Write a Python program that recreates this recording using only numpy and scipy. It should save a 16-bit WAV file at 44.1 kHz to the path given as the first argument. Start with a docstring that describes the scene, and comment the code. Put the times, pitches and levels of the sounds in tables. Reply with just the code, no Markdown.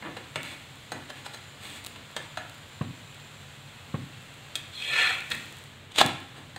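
"""Small kitchen, close on a hot iron griddle: a flatbread fries over a faint sizzle and a low hum.
First a steel spatula pats and rubs the bread (contact noise ringing pan modes), fat pops in short clicks
and thin steam whistles waver. Two dull thumps sound nearby (damped low modes). Then the blade clinks on
iron, scrapes under the bread (grains ringing blade modes) as the sizzle flares, and clinks again.
The turned bread lands with a wet slap, a third thump follows, and it fries on more softly under a last pat."""
import sys
import numpy as np
from scipy import signal
from scipy.fft import rfft, irfft
from scipy.io import wavfile
from scipy.ndimage import uniform_filter1d, map_coordinates

SR = 44100
rng = np.random.default_rng(int(sys.argv[2]) if len(sys.argv) > 2 else 0)


def persist_wave(psi):
    """Save psi, clipped to +-1, as 16-bit WAV."""
    counts = np.round(np.clip(psi, -1, 1) * 32767).astype(np.int16)
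    wavfile.write(sys.argv[1], SR, np.atleast_2d(counts).T)


N = 290178
TIME = np.arange(N) / SR
HIT_TIME = TIME[:SR // 6]
PUSH_AT = SR // 40   # sample at which the push falls inside a blow

# All source levels below are taken before the balance in scene().
# Flat of the blade on bread and pan. Each row: time in seconds, low, middle and high level in dB,
# favoured ring in Hz, lead-in in seconds.
PAT_HITS = [(0.0235, -51, -43.5, -73, 2060, 0.0016), (0.1705, -41.5, -41, -51.5, 1000, 0.0034),
            (0.358, -35, -31, -40.5, 2270, 0.000083), (0.9192, -37, -37.5, -42.5, 640, 0.00041),
            (1.103, -44, -41.5, -48, 3130, .008), (1.264, -45, -40, -45, 795, 0.0095),
            (1.346, -49.5, -44.5, -45, 4000, 0.012), (1.961, -51, -47, -59, 2880, .003),
            (2.1648, -38, -33.5, -38.5, 3220, .0003), (2.373, -36, -34.5, -46.5, 744, 0.00065),
            (5.330, -46, -56, -52, 284, 0.002), (6.562, -44, -42, -48.5, 1680, 0.00036)]
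# Edge of the blade on bare iron. Each row: time in seconds, low, middle and high level in dB,
# favoured ring in Hz, lead-in in seconds.
CLINK_HITS = [(4.5546, -46, -27, -33.5, 3300, 0.00009), (4.824, -61, -34.5, -52, 2530, 0.0057),
              (5.3175, -41, -24, -39.5, 1870, 0.0059), (5.346, -50, -35, -50, 1850, .006)]
# Blade sliding over the bread. Each row: start in seconds, length in seconds, low, middle and high level in dB.
RUB_STROKES = [(0.013, 0.059, -38, -44, -79), (0.417, .11, -53.5, -44, -49),
               (0.934, 0.021, -42.5, -53, -58), (1.14, 0.032, -49.5, -46.5, -52),
               (1.601, 0.16, -51, -45, -47.5), (6.337, 0.033, -47, -50, -56)]
# Oily bread landing patch by patch. Each row: time in seconds, level in dB, bass weight in dB,
# lead-in in seconds, contact decay in seconds.
SLAP_PATCHES = [(5.919, -50.5, -6, .006, 0.0084), (5.961, -34.5, -6.5, .011, 0.049),
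                (5.986, -20, -2, 0.0057, 0.021), (6.0085, -23, 2, 0.0077, 0.01),
                (6.014, -16.5, 10.5, 0.0015, 0.0028)]
# Soft heavy thumps nearby. Each row: time in seconds, level in dB.
THUMP_HITS = [(2.81, -18.5), (3.941, -18.5), (6.052, -21)]
# Largest bursting droplets of fat. Each row: time in seconds, peak in dB.
FAT_POPS = [(0.4318, -21.5), (1.8417, -30), (1.848, -21), (1.8641, -19), (1.8684, -19), (2.4967, -29),
            (4.989, -27), (5.206, -25), (5.304, -20), (5.3343, -26), (5.352, -21), (5.6392, -31),
            (6.063, -11), (6.2032, -31)]
# Faint steam whistles from pores in the crust. Each row: start in seconds, length in seconds,
# first and last pitch in Hz, level in dB.
STEAM_WHISTLES = [(0.599, 2.8, 7010, 7350, -65), (0.597, 1.9, 4920, 4830, -70), (2.6, 1.9, 2500, 2777, -61)]

# Resonances of the spatula blade. Each row: frequency in Hz, width in Hz, level in dB.
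BLADE_MODES = [(550, 170, -14), (767, 39, -11), (980, 85, -23), (1410, 58, 6), (1750, 61, 8),
               (1960, 130, -0.5), (2323, 49, 7.5), (2536, 143, 5.5), (2920, 43, -5), (3334, 51, 7.5),
               (3580, 170, 1.5), (4140, 30, 6.5), (4280, 31, -8), (5060, 45, -22), (6700, 47, -17),
               (8100, 43, -13), (10500, 68, -17), (14400, 1000, -13)]
# Resonances of the iron pan. Each row: frequency in Hz, width in Hz, level in dB.
PAN_MODES = [(630, 150, -4), (803, 56, 1), (1010, 180, -4), (1350, 32, -11), (1726, 130, -4.5),
             (2476, 37, -4.5), (2820, 47, -3), (3460, 130, -2.5), (4035, 120, -3.5), (4600, 37, -1),
             (6550, 20, 3.5), (8220, 91, 2.5), (9090, 67, -5), (10210, 81, 2), (11600, 150, -8),
             (14000, 130, -11)]
# What a thump sets ringing. Each row: frequency in Hz, level in dB, 60 dB decay in seconds.
THUD_MODES = [(106, -23, 0.17), (138.3, -15.5, 0.24), (159, 5, .026), (221, -4.5, 0.024),
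              (523, -17.5, 0.039), (1115, -9.5, 0.025)]
# Low drone of the kitchen. Each row: frequency in Hz, level in dB.
HUM_TONES = [(96.9, -64), (140.0, -66)]

# Tone of blade on bread. Each row: frequency in Hz, relative dB.
PAT_TONE = [(150, 7.5), (380, -1.5), (700, 1.5), (1700, -7.5), (4000, -13), (5500, -27), (8000, -24),
            (10000, -35), (15500, -40)]
# Tone of steel on iron. Each row: frequency in Hz, relative dB.
STEEL_TONE = [(200, 7), (600, 8.5), (1500, -7.5), (4200, -4), (5500, -5), (7800, 7), (10000, -2.5),
              (15500, -11)]
# Tone of steel dragged over crust. Each row: frequency in Hz, relative dB.
RUB_TONE = [(150, 9.5), (280, 11.5), (450, 3), (900, 2), (2200, 23), (4000, 9), (5500, -10.5), (8000, -1.5),
            (10000, -13), (15500, -15)]
# Tone of the wet landing. Each row: frequency in Hz, relative dB.
SLAP_TONE = [(100, -16.5), (270, 1), (420, -6.5), (650, 0.5), (850, -0.5), (1100, -1), (1400, -2),
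             (2100, -1.5), (3700, 5), (4500, -5), (5600, -13), (7600, -6.5), (10000, -18.5), (15500, -25)]
# Tone of pops and crackle. Each row: frequency in Hz, relative dB.
POP_TONE = [(500, -4.5), (2000, -11), (4000, 3), (5500, -13.5), (8000, -2), (10500, -10.5), (15500, -12.5)]
# Tone of the fine bubbling. Each row: frequency in Hz, relative dB.
SIZZLE_TONE = [(300, -1.5), (800, 0.5), (1800, 1), (2650, 1), (3400, 3.5), (4150, 0), (4700, -9),
               (5600, -15.5), (7500, -7), (8600, -12.5), (10000, -19), (15500, -21.5)]
# Tone of the stove and room rumble. Each row: frequency in Hz, relative dB.
RUMBLE_TONE = [(15, 6.5), (25, -4), (59, -16.5), (81, -4.5), (130, -2), (151, -2.5), (172, -13.5),
               (213, -9.5), (387, -19.5), (425, -17.5), (600, -20), (780, -27), (1320, -120)]
# Tone of the kitchen's reflections. Each row: frequency in Hz, relative dB.
KITCHEN_TONE = [(90, 6.5), (200, 2.5), (280, 10.5), (400, 3.5), (600, -2.5), (1000, -2.5), (2500, 3.5),
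                (4000, -6), (9000, -6)]
# How long the kitchen rings. Each row: frequency in Hz, 60 dB decay in seconds.
KITCHEN_DECAY = [(100, 0.85), (300, 0.47), (1000, 0.48), (3000, 0.64), (8000, 0.46), (16000, 0.13)]

PAT_DECAY_S, CLINK_DECAY_S = 0.0062, 0.0063   # how fast the contact dies on bread and on iron
RUB_ATTACK_S, RUB_RELEASE_S = 0.036, 0.05
# One push along the iron: the force swells until the blade is under the bread, eases, and the blade lifts.
PUSH_START_S, PUSH_PEAK_S, PUSH_END_S = 4.705, 5.01, 5.122
PUSH_ATTACK_S, PUSH_RELEASE_S = 0.045, 0.085
PUSH_RISE_DB_PER_S, PUSH_FALL_DB_PER_S = 80.5, 57
SCRAPE_RING_DB, SCRAPE_GRIT_DB = -19.5, -39   # at full force
GRIT_FOLLOWS = 0.72                           # share of the force's swing in dB
# As the blade bends, ever lower modes ring.
STIFF_HZ, BENT_HZ, BEND_HZ_PER_S = 3630, 553, 9900
# Frying is steady, flares when the blade bares the fat, dies away, and resumes softly on the fresh side.
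HISS_DB, SPRAY_DB, HISS_FOLLOWS = -50.5, -56, .45   # share of the spray's swing in dB
FLARE_S, FLARE_RISE_S, FLARE_DB, FLARE_FALL_DB_PER_S = 5.36, 0.23, 7, 24.5
FRESH_SIDE_S, FRESH_SIDE_DB = 6.0, -2.5
WHISTLE_FADE_S, WHISTLE_WANDER = 0.27, .003
WHISTLE_GLIDE_POWER = 2.7   # the glide quickens as the pore narrows
RUMBLE_DB = -49
CUTOFF_HZ = 15700


def pats():
    """The flat of the blade knocks on bread and pan: soft cracks over ringing iron."""
    return knocks(PAT_HITS, PAT_DECAY_S, PAN_MODES, PAT_TONE,
                  crack_db=-7.5, ring_db=-0.5, ring_width_hz=190, chatter=1.85)


def clinks():
    """The blade's edge meets bare iron and the steel rings."""
    return knocks(CLINK_HITS, CLINK_DECAY_S, BLADE_MODES, STEEL_TONE,
                  crack_db=-9, ring_db=8, ring_width_hz=150, chatter=3)


def knocks(hits, decay_s, modes, spectrum, crack_db, ring_db, ring_width_hz, chatter):
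    """Each knock is a crack plus ringing metal; where it lands favours one ring and weights the registers."""
    out = np.zeros(N)
    for s, *levels, ring_hz, lead_s in hits:
        force = contact(decay_s, chatter, lead_s)
        metal = resonate(force, [*modes, (ring_hz, ring_width_hz, ring_db)])
        wave = colour(amp(crack_db) * force + metal, spectrum)
        parts = registers(wave, 1470)
        blow = sum(blow_of(db, part) for db, part in zip(levels, parts))
        add(out, s - PUSH_AT / SR, blow)
    return out


def rubs():
    """Steel dragged over the crust: fine friction grains, coloured by the pan."""
    friction = grains(per_s=6500, spread_db=3.0)
    rubbed = friction + amp(4) * resonate(friction, PAN_MODES)
    parts = registers(colour(rubbed, RUB_TONE), 1045)
    gains = np.zeros((3, N))
    for s, length_s, *levels in RUB_STROKES:
        stroke = envelope(s, length_s, RUB_ATTACK_S, RUB_RELEASE_S)
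        gains += np.outer(amp(levels), stroke)
    return sum(gain * rms_one(part) for gain, part in zip(gains, parts))


def scrape():
    """The edge catches on rough iron and rings the blade; its low modes open up under pressure."""
    start, size = round(PUSH_START_S * SR), SR
    during = slice(start, start + size)
    t = TIME[during]
    rise_db = PUSH_RISE_DB_PER_S * (t - PUSH_PEAK_S)
    fall_db = PUSH_FALL_DB_PER_S * (PUSH_PEAK_S - t)
    force_db = np.minimum(rise_db, fall_db)
    touching = envelope(PUSH_START_S, PUSH_END_S - PUSH_START_S, PUSH_ATTACK_S, PUSH_RELEASE_S)[during]
    lowest_hz = np.maximum(STIFF_HZ - BEND_HZ_PER_S * (t - PUSH_START_S), BENT_HZ)
    catches = (grains(per_s=3700, spread_db=1.0) * amp(0.41 * drift(140)))[during]
    ringing = 0
    for hz, width, db in BLADE_MODES:
        opening = 1 / (1 + (lowest_hz / hz) ** 8)
        # the point of contact wanders along the edge, favouring now one mode, now another
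        favour = amp(2 * drift(22, size=size))
        # the flexing blade bends each mode slightly
        bent = np.arange(size) + np.cumsum(.005 * drift(14, size=size))
        mode = map_coordinates(resonate(catches, [(hz, width, db)]), [bent])
        ringing = ringing + opening * favour * mode
    steel = colour(amp(-17.5) * band(catches, 1500, 14000) + ringing, STEEL_TONE)
    levels = SCRAPE_RING_DB + force_db, SCRAPE_GRIT_DB + GRIT_FOLLOWS * force_db
    parts = band(steel, 367, 3730), band(steel, 4350, SR / 2)
    out = np.zeros(N)
    for db, part in zip(levels, parts):
        # the hand sets the loudness, however many modes ring
        loudness = np.sqrt(uniform_filter1d(part ** 2, size=1800) + 1e-12)
        out[during] += touching * amp(db) * part / loudness
    return out


def slap():
    """Fat flashes under each patch that lands; the last traps air and is the deepest."""
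    out = np.zeros(N)
    for s, db, bass_db, lead_s, decay_s in SLAP_PATCHES:
        force = contact(decay_s, 2.1, lead_s)
        wave = colour(force + amp(-0.5) * resonate(force, PAN_MODES), SLAP_TONE)
        weighted = colour(wave, [(1200, bass_db), (2200, 0)])
        add(out, s - PUSH_AT / SR, blow_of(db, weighted))
    return out


def thumps():
    """A soft push rings low, heavily damped modes, with a light tick of contact."""
    out = np.zeros(N)
    body = 0
    for hz, db, t60 in THUD_MODES:
        body = body + amp(db - 60 * HIT_TIME / t60) * np.sin(2 * np.pi * hz * HIT_TIME)
    soft_start = 1 - np.exp(-HIT_TIME / 0.0035)
    fade = 1 - HIT_TIME / HIT_TIME[-1]
    body = band(body * soft_start * fade, 75, 2600)
    for s, db in THUMP_HITS:
        add(out, s, -amp(db) * body)
        tick = colour(contact(0.016, chatter=3.9, lead_s=0.00043), PAT_TONE)
        add(out, s + 0.00324 - PUSH_AT / SR, blow_of(db - 26.5, band(tick, 370, 3200)))
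    return out


def pops():
    """Single bursting droplets: very short bright clicks."""
    out = np.zeros(N)
    for s, db in FAT_POPS:
        click = colour(contact(0.001, chatter=0.46), POP_TONE)
        add(out, s - PUSH_AT / SR, amp(db) * click / np.abs(click).max())
    return out


def sizzle():
    """Countless tiny bubbles burst in the fat; sparser crackles grow as the spray rises."""
    since = TIME - FLARE_S
    rise_db = FLARE_DB * np.clip(1 + since / FLARE_RISE_S, 0, 1)
    flare_db = rise_db - FLARE_FALL_DB_PER_S * np.maximum(since, 0)
    vigour_db = np.where(TIME < FRESH_SIDE_S, flare_db, FRESH_SIDE_DB)
    hiss_gain = amp(HISS_DB + HISS_FOLLOWS * vigour_db)
    spray_gain = amp(SPRAY_DB + vigour_db)
    fizz = colour(grains(per_s=16000, spread_db=2.5), SIZZLE_TONE)
    crackle = colour(grains(per_s=220, spread_db=9.0), POP_TONE)
    fat = fizz + amp(-21) * crackle * amp(vigour_db)
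    hiss = hiss_gain * rms_one(band(fat, 386, 2950))
    spray = spray_gain * rms_one(band(fat, 4660, SR / 2))
    return hiss + spray


def whistle(start_s, length_s, first_hz, last_hz, db):
    """A thin jet of steam: a gliding sine, wavering in pitch and level."""
    age = np.clip((TIME - start_s) / length_s, 0, 1)
    glide = first_hz + (last_hz - first_hz) * age ** WHISTLE_GLIDE_POWER
    pitch = glide * (1 + WHISTLE_WANDER * drift(4.9) + 0.00403 * drift(300))
    gain = amp(db) * envelope(start_s, length_s, WHISTLE_FADE_S, WHISTLE_FADE_S)
    flutter = amp(2.9 * drift(26.3))
    return gain * flutter * np.sin(2 * np.pi * np.cumsum(pitch) / SR)


def background():
    """Low rumble of the stove and room as coloured noise, with a drone of narrow wavering resonances."""
    rumble = amp(RUMBLE_DB) * rms_one(colour(rng.standard_normal(N), RUMBLE_TONE))
    drone = 0
    for hz, db in HUM_TONES:
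        drone = drone + amp(db) * rms_one(resonate(rng.standard_normal(N), [(hz, 9, 0)]))
    return rumble + amp(1.0) * band(drone, 65, 204)


def kitchen(x):
    """Diffuse reflections of hard walls: decaying noise that dies fastest in the top treble."""
    t, edges = TIME[:SR * 3 // 4], np.geomspace(50, 18000, 10)
    tail = 0
    for low, high in zip(edges, edges[1:]):
        t60 = at_hz(KITCHEN_DECAY, np.sqrt(low * high))
        tail = tail + band(rng.standard_normal(len(t)), low, high) * amp(-60 * t / t60)
    # many overlapping room modes share the energy evenly
    modes = rfft(tail, 2 * SR)
    spread = np.sqrt(uniform_filter1d(np.abs(modes) ** 2, size=200) + 1e-3)
    tail = irfft(modes / spread)[:len(t)]
    # the first reflections arrive after 2 ms
    tail = band(tail, 92, 20700) * np.clip((t - .002) / 0.0053, 0, 1)
    return signal.fftconvolve(x, colour(tail / np.linalg.norm(tail), KITCHEN_TONE))[:N]


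def contact(decay_s, chatter, lead_s=.0002):
    """Force of a blow: a swelling graze, one push, then a dying chatter of tiny touches."""
    t = HIT_TIME - PUSH_AT / SR
    swell = np.exp(np.where(t < 0, t / max(lead_s, 1e-4), -t / max(decay_s, 1e-4)))
    force = rng.standard_normal(len(t)) * swell
    force *= chatter / np.linalg.norm(force)
    force[PUSH_AT] += 1
    return force


def grains(per_s, spread_db):
    """Random clicks of uneven size and either sign."""
    sizes = amp(spread_db * np.minimum(rng.exponential(1, N), 5)) * rng.choice([-1, 1], N)
    return rms_one(sizes * (rng.random(N) < per_s / SR))


def drift(per_s, size=N):
    """Random wander of spread 1, with per_s turning points a second."""
    knots = rng.standard_normal(size // 40)
    return rms_one(np.interp(TIME[:size] * per_s, np.arange(len(knots)), knots))


def resonate(x, modes):
    """Parallel resonances of (Hz, width in Hz, dB)."""
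    out = 0
    for hz, width, db in modes:
        r = np.exp(-np.pi * width / SR)
        zeros = np.array([1, 0, -1]) * (1 - r * r) / 2
        poles = [1, -2 * r * np.cos(2 * np.pi * hz / SR), r * r]
        out = out + amp(db) * signal.lfilter(zeros, poles, x + 1e-18)
    return out


def colour(x, spectrum):
    """Causal (minimum-phase) filter with the given spectrum."""
    size = 2048
    gains = amp(at_hz(spectrum, np.arange(size // 2 + 1) * SR / size))
    cepstrum = irfft(np.log(gains))
    # fold the cepstrum onto positive time
    cepstrum[1:size // 2] *= 2
    cepstrum[size // 2 + 1:] = 0
    return signal.fftconvolve(x, irfft(np.exp(rfft(cepstrum))))[:len(x)]


def band(x, low_hz, high_hz):
    """Band-pass filter."""
    edges = [low_hz, min(high_hz, .45 * SR)]
    return signal.sosfilt(signal.butter(3, edges, "band", fs=SR, output="sos"), x)


def registers(x, low_top_hz):
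    """Low, middle and high part of a sound."""
    return band(x, 113, low_top_hz), band(x, low_top_hz, 4090), band(x, 5220, SR / 2)


def envelope(start_s, length_s, attack_s, release_s):
    """Gain that rises, holds, and dies away once the length is over."""
    t = TIME - start_s
    return np.clip(t / attack_s, 0, 1) * np.exp(-np.clip((t - length_s) / release_s, 0, 20))


def blow_of(db, wave):
    """Scale a blow to a level, its whole energy counted over 20 ms."""
    return amp(db) * wave / np.linalg.norm(wave) * np.sqrt(SR / 50)


def add(out, s, wave):
    """Mix a short sound in at time s."""
    at = max(round(s * SR), 0)
    out[at:at + len(wave)] += wave[:max(N - at, 0)]


def at_hz(points, hz):
    """Read a table on a log-frequency axis."""
    known, values = np.transpose(points)
    return np.interp(np.log(np.maximum(hz, 1)), np.log(known), values)


def amp(db):
    """Decibels to amplitude."""
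    return 10 ** (np.asarray(db) / 20)


def rms_one(x):
    """Scale to an RMS of 1."""
    return x / np.sqrt(np.mean(x ** 2) + 1e-20)


def scene():
    """Balance the close sounds, send a share of each blow, slide and pop to the room, and lay the steady bed."""
    # each row: direct sound, share sent to the room in dB
    close = [
        (amp(-1.0) * pats(), -2.5),
        (amp(-4.0) * clinks(), -4.5),
        (rubs() + amp(-2.5) * scrape(), -8.5),
        (amp(2.5) * slap(), -8.0),
        (amp(5.0) * thumps(), -9.5),
        (amp(2.0) * pops(), -3.5),
    ]
    direct = sum(sound for sound, _ in close)
    to_room = sum(amp(send_db) * sound for sound, send_db in close)
    steam = sum(whistle(*row) for row in STEAM_WHISTLES)
    steady = amp(-0.87) * sizzle() + steam + background()
    return (direct + kitchen(to_room) + steady)[None]


def record(dry):
    """The microphone drops the deep bass and rounds the highest peaks; the top is cut."""
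    thin = signal.sosfilt(signal.butter(3, 52, "high", fs=SR, output="sos"), dry)
    rounded = thin / (1 + (thin / .85) ** 4) ** .25
    return signal.sosfilt(signal.ellip(12, .1, 95, CUTOFF_HZ, fs=SR, output="sos"), rounded)


dry = scene()
out = record(dry)
persist_wave(out)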